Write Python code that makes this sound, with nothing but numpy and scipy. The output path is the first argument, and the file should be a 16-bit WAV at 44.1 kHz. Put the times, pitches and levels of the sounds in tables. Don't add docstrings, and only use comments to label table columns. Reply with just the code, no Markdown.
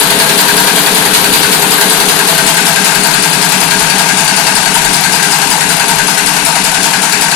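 import sys
import numpy as np
from scipy import signal
from scipy.fft import rfft, irfft, next_fast_len
from scipy.io import wavfile
from scipy.ndimage import uniform_filter1d, map_coordinates

SR = 44100
rng = np.random.default_rng(int(sys.argv[2]) if len(sys.argv) > 2 else 0)


def wav_out(sig):
    wavfile.write(sys.argv[1], SR, np.round(np.clip(np.atleast_2d(sig).T, -1, 1) * 32767).astype(np.int16))


def ratio(d):
    e = np.asarray(d, float) / 20
    return 10 ** e


N = 324135
LEAD = SR
TURN_S = .18976


def unit(x):
    return x / np.sqrt(np.mean(x ** 2) + 1e-20)


def along(points, hz, col=1):
    p = np.transpose(points)
    return np.interp(np.log(hz + 1), np.log(p[0] + 1), p[col])


def filtered(x, response):
    m = next_fast_len(x.shape[-1] + SR // 2)
    spectrum = rfft(x, m) * response(np.fft.rfftfreq(m, 1 / SR))
    return irfft(spectrum, m)[..., :x.shape[-1]]


def modes(table, flip=-1):
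    def response(f):
        total = 0
        for k, (center, width, db) in enumerate(table):
            damping = 1j * f * width
            total = total + flip ** k * ratio(db) * damping / (center * center - f * f + damping)
        return total
    return response


def pair(geared_share=0):
    # hz, likeness
    port_likeness = [(130, 0.95), (400, 0.4), (800, 0.51), (1500, 0.075), (4000, 0.029)]
    # hz, likeness
    turn_likeness = [(150, .9), (700, .8), (1000, .7), (1700, .55), (3000, .25), (6000, .05)]

    def response(hz):
        angle = np.arccos(np.clip(along(port_likeness, hz), 0, 1)) / 2
        same = geared_share * along(turn_likeness, hz)
        comb = np.sqrt(1 - same ** 2) / (1 - same * np.exp(-2j * np.pi * hz * TURN_S))
        return comb * [np.cos(angle), np.sin(angle)]

    mid, side = filtered(rng.standard_normal((2, N + LEAD)), response)
    return np.array([mid + side, mid - side])


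def dying(impulses, t60):
    return np.sqrt(np.abs(signal.lfilter([1], [1, -ratio(-120 / (t60 * SR))], impulses ** 2)))


def blows(play_s=.0005, scatter_s=.00015, scatter_db=1.7):
    # start_s, snap_db, low_slide_db, high_slide_db, thump_db
    cams = np.array([(-.011, 0, -10, -6, -12), (0, 1, 3, 1.5, -1.5), (.012, -9, -3.5, -0.5, -16),
                     (0.022, -4.5, -2, -3.5, 9.5), (.038, -28, -4.5, -1.5, 0), (.064, -7, -1.5, 1.5, 7),
                     (0.0935, 0, 1, 1.5, 7.5), (0.096, -2, -5.5, -1, 10), (.1035, -24, -5, 5, -20),
                     (.1155, -25, -11.5, -1.5, -33), (.127, -37, -6, -3, 14), (.151, -10, -6, -1, 9)], float)
    # pitch_hz, level_db
    struck = np.array([(9830, 20.5), (4850, 9.5), (8580, 7.5), (12550, 13.5), (2630, -20), (11160, 13.5),
                       (4544, 8), (10230, 14), (9060, -2), (2580, -2.5), (10540, 0), (9280, 6.5)], float)
    # start_s, snap_db, pin_hz, pin_db, low_slide_db, high_slide_db, thump_db
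    cam = np.hstack([cams[:, :2], struck, cams[:, 2:]])
    first_s = .0095
    turns = first_s + TURN_S * np.arange(-3, N / SR / TURN_S)
    scatter = [scatter_s, scatter_db, 0, *[scatter_db] * 4]
    rows = cam + rng.standard_normal((len(turns), *cam.shape)) * scatter
    rows[..., 0] += (turns + play_s * rng.standard_normal(len(turns)))[:, None]
    return rows.reshape(-1, cam.shape[1])


def train(rows, col):
    at = np.round(rows[:, 0] * SR).astype(int) + LEAD
    return np.bincount(at, ratio(rows[:, col]), N + 2 * LEAD)[:N + LEAD]


def snaps(rows, left_db=-7):
    # pitch_hz, density_db (per Hz)
    crack_color = [(700, -10), (1800, 2), (3000, 2.5), (5000, 2.5), (8000, 9), (12000, 6), (16000, -5)]
    crack = train(rows, col=1)
    sharp = uniform_filter1d(dying(crack, .016), size=140)
    sizzle = uniform_filter1d(dying(crack, 0.18), size=400)
    burst = pair() * (sharp + ratio(-7.0) * sizzle)
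    return ratio([[left_db], [0]]) * unit(filtered(burst, lambda hz: ratio(along(crack_color, hz))))


def pins(rows, spread=.03, t60=.028, rise=.0015, count=8):
    t = np.arange(SR // 20) / SR
    chance = rng.standard_normal((len(rows), 2, count, 2))
    pin_hz = rows[:, 2, None, None]
    hz = pin_hz * (1 + spread * pin_hz / 4500 * chance[..., 0])
    ring = np.sin(2 * np.pi * hz[..., None] * t + 0.63 * chance[..., 1:]).sum(axis=2)
    ring = ring * ratio(rows[:, 3, None, None] - 60 * t / t60) * (1 - np.exp(-t / rise))
    at = (np.round(rows[:, :1] * SR).astype(int) + LEAD + np.arange(len(t))).ravel()
    ports = [np.bincount(at, ring[:, c].ravel(), N + 2 * LEAD)[:N + LEAD] for c in (0, 1)]
    return unit(np.array(ports))


def slides(rows, knock_db=-5):
    # pitch_hz, width_hz, level_db
    low_modes = [(661.7, 20.6, 2), (740, 67, -11.5), (786.5, 8.2, -0.5), (859, 21, -2.5), (933.5, 33, 2),
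                 (1352, 136, -9.5)]
    # pitch_hz, width_hz, level_db
    high_modes = [(1468, 112, -2.5), (1604, 109, 1), (1984, 660, -8.5), (2480, 2100, -15.5)]

    def drive(hits, t60):
        return unit(pair(1) * dying(hits, t60)) + ratio(knock_db) * unit(hits)

    low = unit(filtered(drive(train(rows, col=4), 0.2), modes(low_modes)))
    high = unit(filtered(drive(train(rows, col=5), 0.18), modes(high_modes)))
    return ratio(-15) * low + ratio(-15.0) * high


def hall(x, count=24):
    # pitch_hz, t60_s
    decay = [(200, 0.34), (2000, 0.47), (10000, 0.22)]
    hz, t, z = signal.stft(rng.standard_normal((count, SR // 2)), SR, nperseg=256)
    tails = signal.istft(z * ratio(-60 * t / along(decay, hz)[:, None]), SR, nperseg=256)[1]
    wet = np.zeros((2, x.shape[1] + SR))
    step = x.shape[1] // count + 1
    for k, tail in enumerate(tails):
        stretch = x[:, k * step:][:, :step]
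        part = signal.fftconvolve(stretch, tail[None] / np.linalg.norm(tail), axes=1)
        wet[:, k * step:][:, :part.shape[1]] += part
    return wet[:, :x.shape[1]]


def geared():
    turn = round(SR * TURN_S)
    orders = np.exp(2j * np.pi * rng.random(turn // 2 + 1))
    return unit(np.resize(irfft(orders, turn), N + LEAD))


def frame(rows, thump_db=-14, loose_db=-6):
    # pitch_hz, width_hz, level_db
    frame_modes = [(152.8, 5, -2), (170, 12, -10), (188.5, 10, 0), (228, 8, -6), (255, 16, -9),
                   (289.8, 4, 3), (410.5, 6.5, 1), (436, 8, -2.5), (485, 4.5, -5), (517, 6, -8)]
    shake = geared() + ratio(thump_db) * unit(train(rows, col=6)) + ratio(loose_db) * pair(1)
    return unit(filtered(shake, modes(frame_modes, flip=1)))


def rattle(rate=900, spread_db=3, grain_db=-6):
    # pitch_hz, density_db (per Hz)
    rattle_color = [(60, -30), (130, -20), (340, -5), (590, -54), (1000, -5.5), (2500, 0), (5500, -0.5),
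                    (10000, 2), (16000, -15)]
    ticks = (rng.random(N + LEAD) < rate / SR) * ratio(spread_db * rng.standard_normal(N + LEAD))
    swell = 1 + ratio(grain_db) * unit(dying(ticks, 0.006))
    return unit(filtered(pair(1) * swell, lambda hz: ratio(along(rattle_color, hz))))


def jet(right_db=-5, whistle_db=-15):
    # pitch_hz, density_db (per Hz)
    hiss_color = [(1000, 20.5), (2500, 3), (5500, 2.5), (10000, 13.5), (16000, 5)]
    # pitch_hz, width_hz, level_db
    nozzle = [(9520, 47, 0)]
    hiss = unit(filtered(pair(), lambda hz: ratio(along(hiss_color, hz))))
    whistle = unit(filtered(pair(), modes(nozzle)))
    return ratio([[0], [right_db]]) * (hiss + ratio(whistle_db) * whistle)


def low_rumble(rate=7, lumpy_db=3):
    # pitch_hz, density_db (per Hz)
    rumble_color = [(20, 1.5), (60, 2), (110, 1), (150, -30), (300, -120)]
    knots = rng.standard_normal((2, 200))
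    wander = np.array([map_coordinates(k, [np.arange(N) * rate / SR]) for k in knots])
    lumps = ratio(lumpy_db * wander)
    return unit(filtered(lumps * rng.standard_normal((2, N)), lambda hz: ratio(along(rumble_color, hz))))


def band_gate(x, uneven_db=6.0, bin_db=0.0):
    # pitch_hz, left_db, right_db
    floor = [(560, -9, -12), (1500, -26, -28), (3500, -15, -23), (5540, -6, -17), (9000, -21, -13),
             (11300, -21, -15), (12200, -9, -16), (12900, -4, -17), (14320, -5, -20)]
    hz, t, z = signal.stft(x, SR, nperseg=2048)

    def wide(bands):
        return np.repeat(bands, 10, axis=1)[:, :len(hz)]

    def above(p, level):
        return 1 / (1 + (level / (p + 1e-20)) ** 6)

    power = np.abs(z) ** 2
    bands = wide(np.add.reduceat(power, np.arange(0, len(hz), 10), axis=1) / 10)
    jumps = unit(uniform_filter1d(wide(rng.standard_normal((2, 103, len(t)))), size=2, axis=2))
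    bar_db = np.array([along(floor, hz, c) for c in (1, 2)])[..., None] + uneven_db * jumps
    bar = power.mean(axis=1, keepdims=True) * ratio(2 * bar_db)
    kept = above(bands, bar) * above(power, bar * ratio(2 * bin_db)) * (hz < 14600)[:, None]
    return signal.istft(z * kept, SR, nperseg=2048)[1][:, :N]


def scene():
    rows = blows()
    clatter = ratio(-3.0) * snaps(rows) + ratio([[-13.5], [-17]]) * pins(rows)
    ringing = slides(rows)
    echo = hall(ratio(-2.5) * clatter + ratio(-11.5) * ringing)
    steady = ratio(-14.0) * frame(rows) + ratio(-10.0) * rattle() + ratio(-10) * jet()
    return (clatter + ringing + echo + steady)[:, LEAD:]


def roll_off(x):
    return signal.sosfilt(signal.butter(12, 14850, fs=SR, output="sos"), x)


def record(dry):
    # time_s, distance (0 close, 1 away), left_db, right_db
    walk = [
        (0, 0.08, -0.5, -2.5),
        (1.9, 0.12, -0.3, -3),
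        (2.3, 0.4, 0, -1.5),
        (2.55, 0.82, 2, 0.5),
        (3.5, 0.79, 1.8, -1.5),
        (4.2, 1, 2.5, 1.5),
        (5, 0.91, 2, 0),
        (6.2, 0.9, 1, -1.3),
        (7.35, 0.97, 1, 0.5),
    ]
    # pitch_hz, near_db, far_db
    left_port = [(136, -7, -14.5), (161.7, -1.5, -3.5), (318, -5, -12.5), (407, -1, -11), (539.8, -7, -16),
                 (763.6, -2, -3.5), (1090, 0.5, -5.5), (2756, 2.5, 1.5), (3141, 3, -4), (4260, 4, -0.5),
                 (5030, 0, -1.5), (7700, -3, -5), (10200, -1, -8), (13200, 1, -10.5), (14400, 2.5, -9)]
    # pitch_hz, near_db, far_db
    right_port = [(135, -16, -16.5), (161, -3.5, -6.5), (298, -5, -16), (390, 0.5, -15.5), (570, -5, -19.5),
                  (840, -5, -2), (1100, -7, -14.5), (2920, -5.5, -15), (4310, -1, -17),
                  (6100, -21.5, -30.5), (10500, -28, -38.5), (15000, -26, -45)]
    # pitch_hz, level_db
    bass_cut = [(110, -6), (145, 0)]

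    def heard(col):
        return filtered(dry, lambda hz: ratio([along(left_port, hz, col), along(right_port, hz, col)]))

    s, far, *level_db = np.transpose(walk)
    t = np.arange(N) / SR
    far = np.clip(np.interp(t, s, far), 0, 1)
    x = (1 - far) * heard(1) + far * heard(2)
    x = x * ratio([np.interp(t, s, db) + 1.0 for db in level_db])
    x = x / (1 + np.abs(x / .945) ** 12) ** (1 / 12)
    x = filtered(x, lambda hz: ratio(along(bass_cut, hz)))
    x = x + ratio([[-34.5], [-44.5]]) * low_rumble()
    return roll_off(band_gate(x))


dry = scene()
out = record(dry)
wav_out(out)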